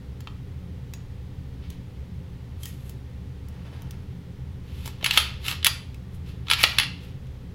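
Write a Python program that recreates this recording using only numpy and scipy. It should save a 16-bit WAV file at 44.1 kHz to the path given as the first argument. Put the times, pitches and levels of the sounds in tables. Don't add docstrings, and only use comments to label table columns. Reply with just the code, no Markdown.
import sys
import numpy as np
from scipy import signal
from scipy.fft import rfft, irfft
from scipy.io import wavfile
from scipy.ndimage import uniform_filter1d

SR = 44100
rng = np.random.default_rng(int(sys.argv[2]) if len(sys.argv) > 2 else 0)


def to_wav(sig):
    pcm = np.clip(np.atleast_2d(sig), -1, 1) * 32767
    pcm = np.round(pcm).astype(np.int16)
    wavfile.write(sys.argv[1], SR, pcm.T)


N = 332624

# (f/Hz, level/dB)
CONTACT_COLOUR = [(150, -24.5), (400, -18), (700, -11.5), (1100, -2.5), (1750, -3), (2750, 4), (3600, 2.5),
                  (4700, -4), (5600, -9), (7600, -11.5), (9200, -15), (10900, -7.5), (13000, -10.5),
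                  (15800, -20)]


def undb(db):
    return 10 ** (np.asarray(db) / 20)


def unit(x):
    return x / np.sqrt(np.mean(x ** 2) + 1e-20)


def fade(t, t60):
    return np.exp(-np.log(1000) * t / np.maximum(t60, 1e-3))


def wander(n, span):
    return unit(uniform_filter1d(rng.standard_normal(n), size=span))


def at_hz(points, hz):
    f, value = np.transpose(points)
    return np.interp(np.log(hz + 1), np.log(f), value)


def colour(x, points):
    size = 1024
    cepstrum = irfft(np.log(undb(at_hz(points, np.fft.rfftfreq(size, 1 / SR)))))
    cepstrum[1:size // 2] *= 2
    cepstrum[size // 2 + 1:] = 0
    return signal.fftconvolve(x, irfft(np.exp(rfft(cepstrum))))[:len(x)]


def split(x, edges_hz):
    lowpasses = [signal.butter(5, hz, fs=SR, output="sos") for hz in edges_hz]
    below = [signal.sosfiltfilt(sos, x, padtype=None) for sos in lowpasses]
    return np.diff([np.zeros(len(x)), *below, x], axis=0)


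def add(out, s, sound):
    i = int(s * SR)
    out[i:i + len(sound)] += sound[:N - i]


def room_tone(hum_hz, hum_db, hiss_db):
    # (f/Hz, width/Hz, level/dB)
    resonances = [(25.84, 9.2, -51), (66.6, 8.3, -42.5), (82.3, 22.4, -41), (106.4, 24, -56),
                  (133.8, 13, -45.5), (171.9, 8.7, -49), (186.8, 29, -51.5), (238.3, 53, -55),
                  (283, 12.6, -60), (392, 32, -65), (498.4, 82, -62)]
    # (f/Hz, level/dB)
    hiss_colour = [(180, -28.5), (300, 1), (315, -11.5), (378, 1), (536, -10), (633, -13.5), (839, -10.5),
                   (990, -14), (1680, -17.5), (1830, -14.5), (2550, -19), (3210, -18), (7870, -32),
                   (15800, -34.5)]
    f = np.fft.rfftfreq(N, 1 / SR)
    rumble = np.zeros(N)
    for hz, width, db in resonances:
        peak = 1 / (1 + ((f - hz) / width) ** 2) ** 2
        rumble += undb(db) * unit(irfft(rfft(rng.standard_normal(N)) * peak, N))
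    hum = unit(np.sin(2 * np.pi * hum_hz * np.arange(N) / SR))
    hiss = unit(irfft(rfft(rng.standard_normal(N)) * undb(at_hz(hiss_colour, f)), N))
    return rumble + undb(hum_db) * hum + undb(hiss_db) * hiss


def contact(tone, chatter_t60, ring_db, rise_s, grip_detune=0.027, grit_db=3.5):
    # (f/Hz, level/dB, t60/s)
    gun_modes = [(1197, -1.5, .04), (1388, 0.5, 0.14), (1960, 5, .04), (2140, -14, .06),
                 (2533, -8.5, 0.059), (2820, 10.5, 0.049), (2964, 8.5, 0.073), (2980, 1.5, 0.0337),
                 (3264, 8.5, 0.099), (3370, -2, 0.12), (3840, 1, 0.045), (4040, -9.5, 0.042),
                 (4360, -20, 0.046), (4510, -7, 0.081), (6040, -8, 0.068), (6980, -10.5, .06),
                 (7900, -14.5, 0.038), (8500, -7, 0.0325), (11300, -9, 0.045), (12100, 1.5, .03)]
    t = np.arange(SR // 8) / SR
    impacts = rng.standard_normal(len(t)) * undb(grit_db * rng.standard_normal(len(t)))
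    chatter = unit(colour(impacts, tone)) * fade(t, chatter_t60)
    hz, db, t60 = np.transpose(gun_modes)[:, :, None]
    hz = hz * (1 + grip_detune * rng.standard_normal(hz.shape))
    phase = 2 * np.pi * rng.random(hz.shape)
    ring = np.sum(undb(db) * fade(t, t60) * np.sin(2 * np.pi * hz * t + phase), axis=0)
    onset = 1 - np.exp(-(t / rise_s) ** 2)
    return (chatter + undb(ring_db) * ring) * onset


def blows(hits, tone, thud_db, edge_db, sizzle_db, **touch):
    out = np.zeros(N)
    for s, db, weight_db, bright_db in hits:
        bands = split(contact(tone, **touch), [1500, 5000, 9000])
        balance_db = [thud_db + weight_db, 0, edge_db + 0.57 * bright_db, sizzle_db + bright_db]
        for band, band_db in zip(bands, balance_db):
            peak_rms = np.sqrt(uniform_filter1d(band ** 2, size=132).max())
            add(out, s, undb(db + band_db) * band / peak_rms)
    return out


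def tool_ticks():
    # (t/s, level/dB, extra weight/dB, extra brightness/dB)
    touches = [ (.205, -50, 6, -1), (0.272, -37.5, 7.5, -30), (0.9361, -42, 0, -1.5), (1.7022, -47.5, 0, 0),
               (2.6321, -47.5, -12, 11), (2.6553, -41.5, -5, 4.5), (2.8944, -51, 2, 8.5),
               (3.4845, -61, 0, 9), (3.8197, -54, -3, 3), (3.908, -47, -1, 1), (4.858, -39.5, 6, 1.5),
               (4.876, -40, 11.5, -1), (5.9438, -48.5, -4.5, -8), (7.2679, -58, -3, -12.5)]
    # (f/Hz, level/dB)
    touch_colour = [(200, -12.5), (900, 5.5), (1600, -1), (3200, 8), (4700, -6), (6600, -9.5), (9000, -16),
                    (13000, -14), (15500, -15.5)]
    return blows(touches, touch_colour, thud_db=-8, edge_db=-1, sizzle_db=2,
                 chatter_t60=0.016, ring_db=-46, rise_s=0.00067)


def ringing(strikes, modes, spacing=0.01, waver=0.011):
    out, t = np.zeros(N), np.arange(SR // 3) / SR
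    for s, strike_db in strikes:
        for hz, db, t60 in modes:
            below, above = spacing * rng.uniform(0.58, 2.2, 2)
            phase = 2 * np.pi * hz * np.cumsum(1 + waver * wander(len(t), span=110)) / SR
            sides = np.sin(phase * (1 + above)) - np.sin(phase * (1 - below))
            add(out, s, undb(strike_db + db) * (np.sin(phase) + sides / 2) * fade(t, t60))
    return out


def tool_clinks(t60):
    # (t/s, f/Hz, level/dB)
    clinks = [(.273, 3160, -47.5), (.937, 6740, -47), (2.633, 3220, -39), (2.656, 1900, -47)]
    return sum(ringing([(s, db)], [(hz, 0, t60)]) for s, hz, db in clinks)


def stroke(t, length, t60, swell_db, attack_db_per_s=562.5):
    attack_db = attack_db_per_s * np.minimum(t, 0)
    remaining = np.clip(1 - t / length, 0, 1)
    return undb(attack_db - swell_db * remaining) * fade(np.maximum(t - length, 0), t60)


def rubbing(grains_per_s, spread_db, smooth_db):
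    # (t/s, length/s, body level/dB, treble level/dB, run-out t60/s)
    # the one at 3.577 s is the faint high hiss of the sleeve as the arm reaches across
    strokes = [ (1.625, .02, -54.5, -78, 0.19), (1.715, 0.013, -56.5, -66, 0.26),
               (2.61, 0.069, -55, -50, 0.55), (2.808, 0.093, -65, -59.5, .3), (3.577, 0.15, -67, -77, .4),
               (4.663, 0.14, -54.5, -61.5, 1), (4.852, 0.011, -48.5, -49, 0.24),
               (5.052, 0.0092, -32.5, -45, 0.37), (5.131, 0.0533, -28.5, -35.5, 0.43),
               (5.455, 0.047, -32, -36.5, 0.26), (6.135, .015, -64, -59.5, .15),
               (6.266, 0.029, -52.5, -60.5, 0.31), (6.513, .012, -27.5, -38, 0.15),
               (6.583, 0.031, -29.5, -38.5, 0.75), (6.794, 0.027, -32, -51.5, 0.18),
               (7.006, 0.033, -58, -62.5, 0.55)]
    t = np.arange(N) / SR
    sizes = undb(spread_db * np.minimum(rng.exponential(size=N), 4)) * rng.choice([-1, 1], N)
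    grains = unit(sizes * (rng.random(N) < grains_per_s / SR))
    friction = grains + undb(smooth_db) * rng.standard_normal(N)
    body, treble = map(unit, split(colour(friction, CONTACT_COLOUR), [6000]))
    out = np.zeros(N)
    for s, length, body_db, treble_db, t60 in strokes:
        on = np.abs(t - s) < 1
        out[on] += undb(body_db) * body[on] * stroke(t[on] - s, length, t60, swell_db=4.5)
        out[on] += undb(treble_db) * treble[on] * stroke(t[on] - s, length, 0.57 * t60, swell_db=9)
    return out


def sleeve_rustle(flutter_db):
    # (t/s, level/dB)
    reach = [(3.4, -80), (3.58, -58.5), (3.76, -54.5), (3.9, -59), (4.05, -67)]
    # (f/Hz, level/dB)
    cloth_colour = [(200, 5), (600, 5.5), (1500, 0.5), (3000, -3.5), (5000, -10), (8000, -24), (10000, -18),
                    (15000, -33)]
    s, db = np.transpose(reach)
    envelope = np.interp(np.arange(N) / SR, s, undb(db), left=0, right=0)
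    flutter = undb(flutter_db * wander(N, span=900))
    return unit(colour(rng.standard_normal(N), cloth_colour)) * flutter * envelope


def action_clacks():
    # (t/s, level/dB, extra weight/dB, extra brightness/dB)
    clacks = [ (5.0105, -46, 14, -3), (5.0265, -34, 2, -6), (5.0426, -18, -6, 5), (5.0608, -16.5, 1.5, 4),
              (5.1085, -14.5, -4, -1), (5.1336, -32, -5, 13), (5.1738, -7.5, 0.5, 2),
              (5.463, -33.5, -2.5, 11), (5.4812, -21.5, 0.5, 7), (5.5123, -28, 7.5, 3.5),
              (5.5243, -28, 4, 0), (5.628, -30, -2, -8), (5.6453, -14.5, -9, 14.5),
              (5.6586, -17.5, -4, 5.5), (5.666, -11, 2.5, 10.5), (6.469, -40.5, 9, -6.5),
              (6.483, -30, 3.5, -9), (6.4995, -18, 2.5, -2), (6.5121, -10, 1, -1.5),
              (6.5337, -14.5, -3, 0.5), (6.631, -22, -10, 18), (6.6373, -7, 3, -3), (6.7842, -10.5, -2, 2),
              (6.7981, -15, -1, -1.5), (6.832, -23.5, -8, -5.5)]
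    return blows(clacks, CONTACT_COLOUR, thud_db=-15.5, edge_db=-16.5, sizzle_db=-17.5,
                 chatter_t60=0.019, ring_db=-30.5, rise_s=0.00079)


def frame_thuds():
    # (t/s, level/dB)
    jolts = [(5.032, -26.5), (5.175, -23), (6.637, -20.5)]
    # (f/Hz, level/dB, t60/s)
    modes = [(335, -6, 0.015), (616, 0.5, 0.016)]
    return ringing(jolts, modes)


def spring_pings(t60):
    # (t/s, f/Hz, level/dB)
    pings = [(5.044, 10760, -32), (5.062, 10600, -35.5), (5.176, 10620, -24.5), (6.502, 10500, -28),
             (6.785, 10480, -26.5)]
    return sum(ringing([(s, db)], [(hz, 0, t60)]) for s, hz, db in pings)


def catch_snaps():
    # (t/s, level/dB)
    snaps = [(5.646, -17.5), (5.667, -13)]
    # (f/Hz, level/dB, t60/s)
    modes = [(4740, -18.5, 0.25), (7800, -4, .013), (10870, 1, .015), (11360, -28, .05)]
    return ringing(snaps, modes)


def rail_squeak(start_s, hz, sag_hz_per_s, db, attack_s, t60, waver):
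    out, t = np.zeros(N), np.arange(SR // 10) / SR
    pitch = (hz - sag_hz_per_s * t) * (1 + waver * wander(len(t), span=90))
    envelope = np.minimum(t / attack_s, 1) * fade(t, t60)
    add(out, start_s, undb(db) * envelope * np.sin(2 * np.pi * np.cumsum(pitch) / SR))
    return out


def slide_ring():
    # (t/s, level/dB)
    knocks = [(6.639, -30), (6.786, -27)]
    # (f/Hz, level/dB, t60/s)
    modes = [(2780, -1.5, 0.34)]
    return ringing(knocks, modes)


def room(x, wet_db, build_s):
    # (f/Hz, t60/s)
    decay = [(300, 1.3), (1000, 0.2551), (2800, 0.4571), (5000, 0.34), (9000, 0.39), (15000, 0.17)]
    # (f/Hz, level/dB)
    tail_colour = [(200, -9.5), (650, -6.5), (1200, 1), (1800, -0.5), (2700, -6.5), (3600, -6), (4700, 1),
                   (6000, -2), (9000, -7), (15000, -5)]
    # (delay/s, gain)
    reflections = [(.0023, .25), (.0061, .14), (.0087, .17), (0.0141, .13)]
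    t = np.arange(SR * 3 // 4) / SR
    bands = split(rng.standard_normal(len(t)), [500, 1000, 2000, 4000, 6000, 9000, 12000])
    centres_hz = np.array([350, 700, 1400, 2800, 4900, 7300, 10400, 14000])
    tail = sum(band * fade(t, t60) for band, t60 in zip(bands, at_hz(decay, centres_hz)))
    tail *= 1 - np.exp(-(t / build_s) ** 2)
    response = undb(wet_db) * colour(tail / np.sqrt(np.sum(tail ** 2)), tail_colour)
    response[0] += 1
    for s, gain in reflections:
        response[int(s * SR)] += gain
    return signal.fftconvolve(x, response)[:N]


def scene():
    close = action_clacks() + tool_ticks()
    close += rubbing(grains_per_s=1800, spread_db=1.0, smooth_db=-7)
    close += rail_squeak(start_s=6.59, hz=2380, sag_hz_per_s=5800, db=-22,
                         attack_s=0.0058, t60=0.12, waver=0.026)
    close += sleeve_rustle(flutter_db=2.5)
    close += frame_thuds() + slide_ring() + catch_snaps()
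    close += spring_pings(t60=0.12) + tool_clinks(t60=0.11)
    at_mic = room(close, wet_db=-7, build_s=0.0053)
    return (at_mic + room_tone(hum_hz=121.6, hum_db=-44, hiss_db=-54.5))[None]


def record(dry):
    top_cut = signal.ellip(10, .2, 70, 15850, fs=SR, output="sos")
    return signal.sosfilt(top_cut, np.clip(dry, -1, 1))


dry = scene()
out = record(dry)
to_wav(out)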